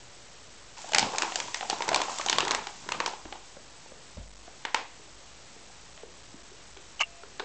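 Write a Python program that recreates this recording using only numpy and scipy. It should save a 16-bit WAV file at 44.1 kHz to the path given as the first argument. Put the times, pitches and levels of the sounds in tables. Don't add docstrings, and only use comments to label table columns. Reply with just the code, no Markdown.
import sys
import numpy as np
from scipy import signal
from scipy.fft import rfft, irfft, next_fast_len
from scipy.io import wavfile
from scipy.ndimage import uniform_filter1d

SR = 44100
rng = np.random.default_rng(int(sys.argv[2]) if len(sys.argv) > 2 else 0)


def magnitude_from_level(level_db):
    exponent = np.asarray(level_db, float) / 20
    return 10 ** exponent


def pcm_store(signal):
    levels = np.round(np.clip(np.atleast_2d(signal), -1, 1) * 32767)
    wavfile.write(sys.argv[1], SR, levels.astype(np.int16).T)


N = 328358
TIME = np.arange(N) / SR


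def rms_one(x):
    return x / np.sqrt(np.mean(x ** 2) + 1e-20)


def band(x, low_hz, high_hz, order=2):
    return signal.sosfilt(signal.butter(order, [low_hz, high_hz], "band", fs=SR, output="sos"), x)


def in_time(rows, outside=-120):
    s, *columns = np.transpose(rows)
    return [np.interp(TIME, s, column, outside, outside) for column in columns]


def on_grid(points, size):
    table_hz, values = np.transpose(points)
    hz = np.maximum(np.arange(size // 2 + 1) * SR / size, 1)
    return np.interp(np.log(hz), np.log(table_hz), values)


def colour(x, spectrum):
    cepstrum = irfft(np.log(magnitude_from_level(on_grid(spectrum, size=8192))))
    cepstrum[1:4096] *= 2
    cepstrum[4097:] = 0
    response = irfft(np.exp(rfft(cepstrum)))
    return rms_one(signal.fftconvolve(x, response)[:len(x)])


def ring(x, hz, t60):
    r = magnitude_from_level(-60 / (t60 * SR))
    w = 2 * np.pi * hz / SR
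    return signal.lfilter([0, np.sin(w)], [1, -2 * r * np.cos(w), r * r], x + 1e-18)


def add(out, s, sound, db, order=np.inf):
    i = round(s * SR)
    scaled = magnitude_from_level(db) * sound / np.linalg.norm(sound, order)
    out[i:i + len(sound)] += scaled[:N - i]


def burst(noise, decay_s, rise_s=0.00031):
    t = np.arange(len(noise)) / SR
    return noise * (1 - np.exp(-t / rise_s)) ** 2 * np.exp(-t / decay_s)


def swells(times, peaks_db, rise_db_s, fall_db_s):
    ticks = np.arange(0, N, 64)
    late = ticks / SR - np.array(times)[:, None]
    db = np.array(peaks_db)[:, None] + np.minimum(rise_db_s * late, -fall_db_s * late)
    gain = np.sqrt((magnitude_from_level(db) ** 2).sum(axis=0))
    return np.interp(np.arange(N), ticks, gain)


def grains(per_s, spread_db, clump_db):
    clumps = rms_one(signal.lfilter([1], [1, -1.99, .990025], rng.standard_normal(N)))
    born = rng.random(N) < per_s * magnitude_from_level(clump_db * clumps) / SR
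    size = magnitude_from_level(spread_db * np.minimum(rng.exponential(1, N), 4))
    return born * size * rng.choice([-1, 1], N)


# frequency in Hz, level in dB.
ROOM_AIR = [(25, -7), (50, -1.5), (90, -6.5), (130, -6.5), (220, -12.5), (500, -11), (1000, -13),
            (2500, -25), (8000, -31.5)]
# time in seconds, rumble in dB.
FOOTFALLS = [
    (0.43, -65),
    (1.43, -68),
    (2.53, -52),
    (3.25, -59.5),
    (4.269, -57),
    (5.1, -61),
    (5.781, -55.5),
    (6.301, -57),
    (6.751, -59.5),
]
# frequency in Hz, level in dB.
STEADY = [(694, -76), (1927, -78.5), (7860, -70), (7887, -71)]
# frequency in Hz, level in dB.
HUM = [(120, -68), (347, -75.5), (462, -76.5), (576, -71)]


def background():
    white = rng.standard_normal((3, N))
    air = magnitude_from_level(-62.0) * colour(white[0], ROOM_AIR)
    footfalls = swells(*np.transpose(FOOTFALLS), rise_db_s=80, fall_db_s=36.5)
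    load = np.hypot(magnitude_from_level(-70), footfalls)
    floor = rms_one(ring(white[1], 52, .35) + .6 * ring(white[1], 95, 0.085))
    boards = magnitude_from_level(-3.0) * load * floor
    hiss = magnitude_from_level(-56) * white[2]
    lines = sum(magnitude_from_level(db - 2.5) * np.sin(2 * np.pi * hz * TIME) for hz, db in STEADY)
    hum = sum(magnitude_from_level(db + 0.5) * np.sin(2 * np.pi * hz * TIME) for hz, db in HUM) * np.exp(-TIME / 1.2)
    return hum + air + boards + hiss + lines


# frequency in Hz, level in dB per Hz.
HOLLOW = [(59, -43.5), (100, -26.5), (155, -14.5), (189, -14), (291, -7.5), (538, -11.5), (896, 4),
          (1310, -5), (1600, -5), (2080, -37), (3520, -120)]
# frequency in Hz, level in dB per Hz.
BRIGHT = [(1000, -16), (1600, -9), (2600, -4), (4000, -4.5), (6000, -2), (7500, 0), (9000, -8)]
# time in seconds, level in dB.
RUBBING = [(0.768, -46.5), (0.87, -45.5), (1.25, -43), (1.5, -44), (1.9, -45.5), (2.14, -39), (2.5, -48),
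           (2.6, -50), (3.0, -49), (3.2, -54), (3.5, -57)]
# time in seconds, paper dragged along in dB, scuffle on the floor in dB.
LURCHES = [(1.029, -46, -35.5), (1.251, -32.5, -52.5), (1.46, -45, -47), (1.71, -49, -49),
           (1.921, -28.5, -41.5), (2.379, -34.5, -37), (2.52, -30, -48), (2.831, -60.5, -48.5),
           (2.92, -62, -51), (3.001, -40, -42), (3.33, -46.5, -60.5)]


def rustle():
    rub = magnitude_from_level(in_time(RUBBING)[0])
    s, drag_db, scuffle_db = np.transpose(LURCHES)
    lurch = swells(s, drag_db, rise_db_s=91.5, fall_db_s=161)
    drag = np.hypot(magnitude_from_level(-4.5) * rub, lurch)
    shove = swells(s, scuffle_db, rise_db_s=134, fall_db_s=175)
    hollow = colour(grains(per_s=270, spread_db=4.0, clump_db=6.5), HOLLOW)
    rubbing = colour(grains(per_s=9000, spread_db=2.0, clump_db=1.5), BRIGHT)
    lone_ticks = colour(grains(per_s=140, spread_db=5.0, clump_db=4.5), BRIGHT)
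    bright = rubbing + magnitude_from_level(-9.5) * lone_ticks
    scuffle = rms_one(band(grains(per_s=680, spread_db=1.0, clump_db=6.5), 110, 300))
    return magnitude_from_level(-5.0) * drag * hollow + rub * bright + magnitude_from_level(-5.5) * shove * scuffle


# time in seconds, energy
# of the crack in dB, sharpness of its top edge in dB against the crack, energy of the hollow knock in dB.
CRACKS = [(0.773, -24.5, -8.5, -28.5), (0.92, -18, 5, -9), (0.934, -2.5, -6, -6.5),
          (0.947, 5, 0, -2.5), (0.96, -2, -22, -4), (0.983, 4.5, 1.5, -1), (0.993, -8, 10.5, -5.5),
          (1.027, -5, -18, 2), (1.159, -16.5, 0, -15.5), (1.183, -3, 4, -8.5),
          (1.221, -0.5, -3, -10), (1.23, -12.5, 0, -11.5), (1.321, -11, -12, -11.5),
          (1.357, -7, 7, -9), (1.401, -6, 1.5, -10.5), (1.544, -5, 0, -12), (1.571, -28.5, 11, -22),
          (1.609, -9.5, -33, -11), (1.699, -10.5, 10, -3), (1.708, -9, -7, -14),
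          (1.821, -4.5, -4.5, -9), (1.88, -14, 3.5, -4.5), (1.889, -3.5, 1.5, -3),
          (1.93, -7.5, -6.5, -3), (1.945, 2, -2, -1.5), (1.96, -6, 4.5, -2.5),
          (2.002, -12.5, -14, -5), (2.016, -4, 0, -3.5), (2.185, -15, 9, -16), (2.212, -9, -6, -20),
          (2.262, -19.5, 15.5, -5.5), (2.273, -21, -3, -14), (2.285, -1.5, -14, -15),
                   (2.297, -2, 5.5, -4.5), (2.328, 1, -4, -4.5), (2.359, -14, -16, -11.5),
                   (2.384, 2, -3.5, 2), (2.405, 0, -6, -8), (2.417, -15, -14, -19), (2.45, -10, -3, -10),
                   (2.48, -6, -1.5, -21), (2.509, -5, 6.5, -2), (2.516, -4.5, -3, -7.5),
                   (2.548, -3, -0.5, -6.5), (2.594, -21, -18, -31), (2.639, -20.5, -21, -32),
                   (2.67, -11, -4.5, -11), (2.889, -8.5, -7, -8), (2.92, -3, -4, -15),
                   (3.002, -2, -8.5, -3), (3.061, -3.5, 0.5, -6), (3.077, -23, 8.5, -5),
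                   (3.325, -14, -15, -13), (4.651, -4.5, -12, -7), (4.745, 3, -7.5, 1),
                   (5.976, -24.5, -13, -29), (6.771, -22.5, -10.5, -23.5), (7.3965, -8, -17, -10)]
# time in seconds, energy in dB, pitch in Hz.
KNOCKS = [(0.788, -19.5, 890), (0.844, -14, 733), (0.894, -15.5, 830), (1.052, -16, 1050),
          (1.067, -10.5, 580), (1.084, -16, 1100), (1.118, -13.5, 1010), (1.135, -6.5, 945),
          (1.148, -5, 820), (1.233, -4.5, 964), (1.247, -9, 900), (1.387, -12, 950), (1.482, -13.5, 970),
          (1.628, -6, 766), (1.729, -3.5, 860), (1.806, -3, 940), (1.916, -0.5, 673), (2.083, -6.5, 848),
          (2.095, -9, 1100), (2.197, -6, 1154), (2.428, -4.5, 376), (2.863, -20.5, 415), (2.92, -5.5, 1234),
          (2.948, -10, 1210), (3.008, -5, 920), (3.135, -12, 865), (3.254, -14.5, 331), (3.354, -21.5, 794),
          (4.171, -19.5, 596), (7.234, -21, 426)]
# time in seconds, pitch in Hz.
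BAG_PITCH = [(0.8, 802), (2.0, 900), (2.5, 1019), (3.3, 887), (4.8, 1049), (6.7, 440)]


def creases():
    cracks = CRACKS
    scatter = np.exp(0.1 * rng.standard_normal(len(cracks)))
    pitch = np.interp([row[0] for row in cracks], *np.transpose(BAG_PITCH)) * scatter
    sharp_ones = [(s, knock, hz, crack, sharp) for (s, crack, sharp, knock), hz in zip(cracks, pitch)]
    dull_ones = [(s, db, hz, db - 13.5, -9) for s, db, hz in KNOCKS]
    return sharp_ones + dull_ones


def snaps():
    direct, rows, length = np.zeros(N), creases(), 1100
    flat, t = np.ones(length), np.arange(length) / SR
    crack_shape = burst(flat, .0005, rise_s=0.00045) + .25 * burst(flat, 0.003)
    air_puff = 2.3 * burst(flat, 0.00011, rise_s=.0001)
    noises = rng.standard_normal((len(rows), 3, length))
    for (s, hollow_db, hollow_hz, middle_db, sharp_db), noise in zip(rows, noises):
        middle = band(crack_shape * noise[0], 1500, 3500)
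        top = band(crack_shape * noise[1], 3600, 8500)
        push = burst(noise[2], 0.0023, rise_s=0.0011)
        tone = burst(1.3 * np.cos(2 * np.pi * hollow_hz * t), .0015, rise_s=0.00068)
        kick = band(push + tone, .5 * hollow_hz, 2 * hollow_hz)
        hollow = rms_one(ring(kick, hollow_hz, 14.0 / hollow_hz))
        knock = hollow + .75 * rms_one(band(push + air_puff, 340, 1250))
        add(direct, s, middle, middle_db, order=2)
        add(direct, s, top, middle_db + sharp_db, order=2)
        add(direct, s - .0005, knock, hollow_db, order=2)
    thrown = magnitude_from_level(-0.5) * direct
    return direct, thrown


# frequency in Hz, t60 in seconds, strength in dB.
ROOM_T60 = [(98, 0.46, -3), (392, .45, 2.5), (900, 0.33, 1.5), (1500, 0.33, 0), (2340, 0.39, 0),
            (5100, .36, -1.5), (7700, 0.32, -5.5)]


def room(x):
    out, white = np.zeros(N), rng.standard_normal((2, N))
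    lag = round(.008 * SR)
    edges = 110 * 2 ** np.arange(0, 6.4, 1 / 3)
    hz, *columns = np.transpose(ROOM_T60)
    for k, (low, high) in enumerate(zip(edges, edges[1:])):
        log_centre = np.log(low * high) / 2
        t60, db = (np.interp(log_centre, np.log(hz), column) for column in columns)
        kept = magnitude_from_level(-120 / (t60 * SR))
        energy = uniform_filter1d(band(x, low, high) ** 2, size=400)
        stored = signal.lfilter([1 - kept], [1, -kept], energy)
        field = np.sqrt(np.abs(stored)) * rms_one(band(white[k % 2], low, high))
        out[lag:] += magnitude_from_level(db) * field[:-lag]
    return out


# time in seconds, peak in dB.
THUDS = [
    (0.982, -47.5),
    (1.929, -48),
    (2.382, -56),
    (3.246, -44.5),
    (4.164, -38),
    (4.177, -33),
    (7.035, -55),
]
# frequency in Hz, level in dB, t60 in seconds.
BOARDS = [(50.1, 1.5, 0.62), (82.7, 0, 0.15), (138.5, -15.5, 0.46)]
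# time in seconds, peak in dB, pitch in Hz.
PATS = [(1.454, -38.5, 675), (3.566, -38.5, 550), (3.598, -46.5, 582), (3.858, -37.5, 880),
        (3.917, -38, 568), (4.477, -36, 720), (4.994, -45.5, 420), (5.562, -43.5, 444), (5.698, -43, 810),
        (6.032, -33, 459), (6.113, -55, 426), (6.34, -40.5, 293), (6.515, -45, 395), (6.764, -41.5, 900),
        (7.233, -36, 1407), (7.399, -30, 900), (7.4, -27, 1495), (4.18, -38, 234.4), (7.428, -43, 435)]


def paws():
    pats, pushes, length = np.zeros(N), np.zeros(N), 1800
    t = np.arange(length) / SR
    for (s, db, hz), noise in zip(PATS, rng.standard_normal((len(PATS), length))):
        thump = noise + 0.37 * np.cos(2 * np.pi * hz * t)
        push = band(burst(thump, 0.0021, rise_s=.001), 0.41 * hz, 2.2 * hz)
        tick = band(burst(1 + noise, .0003, rise_s=.0002), .4 * hz, 3.0 * hz)
        damped = rms_one(ring(push, hz, 7.6 / hz))
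        add(pats, s + .0015, damped + 0.95 * rms_one(push) + 0.66 * rms_one(tick), db)
    for s, db in THUDS:
        add(pushes, s, np.hanning(180), db - 42.5)
    thuds = sum(magnitude_from_level(db) * ring(pushes, hz, t60) for hz, db, t60 in BOARDS)
    return pats, thuds


# time in seconds, peak in dB, pitch in Hz, t60 in seconds.
LENS = [
    (6.9945, -27, 2960, .035),
    (7.0025, -27, 2400, .02),
    (7.0078, -16, 2750, .03),
    (7.0122, -18, 2960, .025),
    (7.0185, -24, 2750, .04),
    (7.0328, -21, 2790, .03),
    (7.0335, -33, 2300, .02),
    (7.048, -42, 2720, .03),
]
# time in seconds, level in dB.
LENS_SLIDE = [(6.998, -55), (7.004, -32), (7.012, -27), (7.021, -30), (7.028, -44), (7.033, -60)]
# frequency in Hz, level in dB, t60 in seconds.
LENS_MODES = [(1240, 3.5, 0.029), (900, -4.5, 0.029), (1500, -0.5, 0.0051), (1795, 3, 0.0037),
              (2300, 10.5, 0.02), (2700, -3.5, 0.026), (7070, 12, 0.0024)]
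# time in seconds, level in dB.
WHINE = [(7.03, -57), (7.15, -60.5), (7.235, -58.5)]


def lens():
    latches = np.zeros(N)
    click = np.r_[np.hanning(70), np.zeros(2000)]
    t = np.arange(len(click)) / SR
    for s, db, hz, t60 in LENS:
        add(latches, s, ring(click * np.cos(2 * np.pi * hz * t), hz, t60), db)
    slide = magnitude_from_level(in_time(LENS_SLIDE)[0]) * rng.standard_normal(N)
    housing = magnitude_from_level(-27) * sum(magnitude_from_level(db) * ring(slide, hz, t60) for hz, db, t60 in LENS_MODES)
    gears = band(housing + 1.22 * slide, 740, 6900)
    partials = [(684, 1), (1771, 0.17), (2643, 0.38), (2433, 0.25)]   # (Hz, height)
    whine = sum(height * np.sin(2 * np.pi * hz * TIME) for hz, height in partials)
    return latches + gears + magnitude_from_level(in_time(WHINE)[0]) * whine


def scene():
    pats, thuds = paws()
    direct, thrown = snaps()
    soft = rustle()
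    walls = magnitude_from_level(-5.5) * room(thrown + soft + magnitude_from_level(-4) * pats)
    air = background() + soft + direct + walls + pats + thuds + lens()
    return signal.sosfilt(signal.butter(2, 40, "high", fs=SR, output="sos"), air)[None]


def low_pass(x):
    return signal.sosfilt(signal.butter(12, 9310, fs=SR, output="sos"), x)


def record(dry):
    converter_hz, step = 16000, 1 / 128 / np.sqrt(2)
    rounded = 1.4 * np.tanh(dry[0] / 1.4)
    coarse = signal.resample_poly(rounded, 160, 441)
    steps = step * np.floor(coarse / step + .08)
    size = next_fast_len(len(steps) // 160 + 2) * 160
    low = rfft(steps, size)
    spectrum = np.concatenate([low, np.conj(low[-2:0:-1])])
    hz = np.arange(len(spectrum)) * converter_hz / size
    leak_db = np.interp(hz, [8140, 7970, 8486, 9220, 10000, 13000], [0.12, -2.0, -13, -48, -54, -86])
    wet = irfft(spectrum * magnitude_from_level(leak_db), size * 441 // 160)[:N] * SR / converter_hz
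    return low_pass(wet[None])


dry = scene()
out = record(dry)
pcm_store(out)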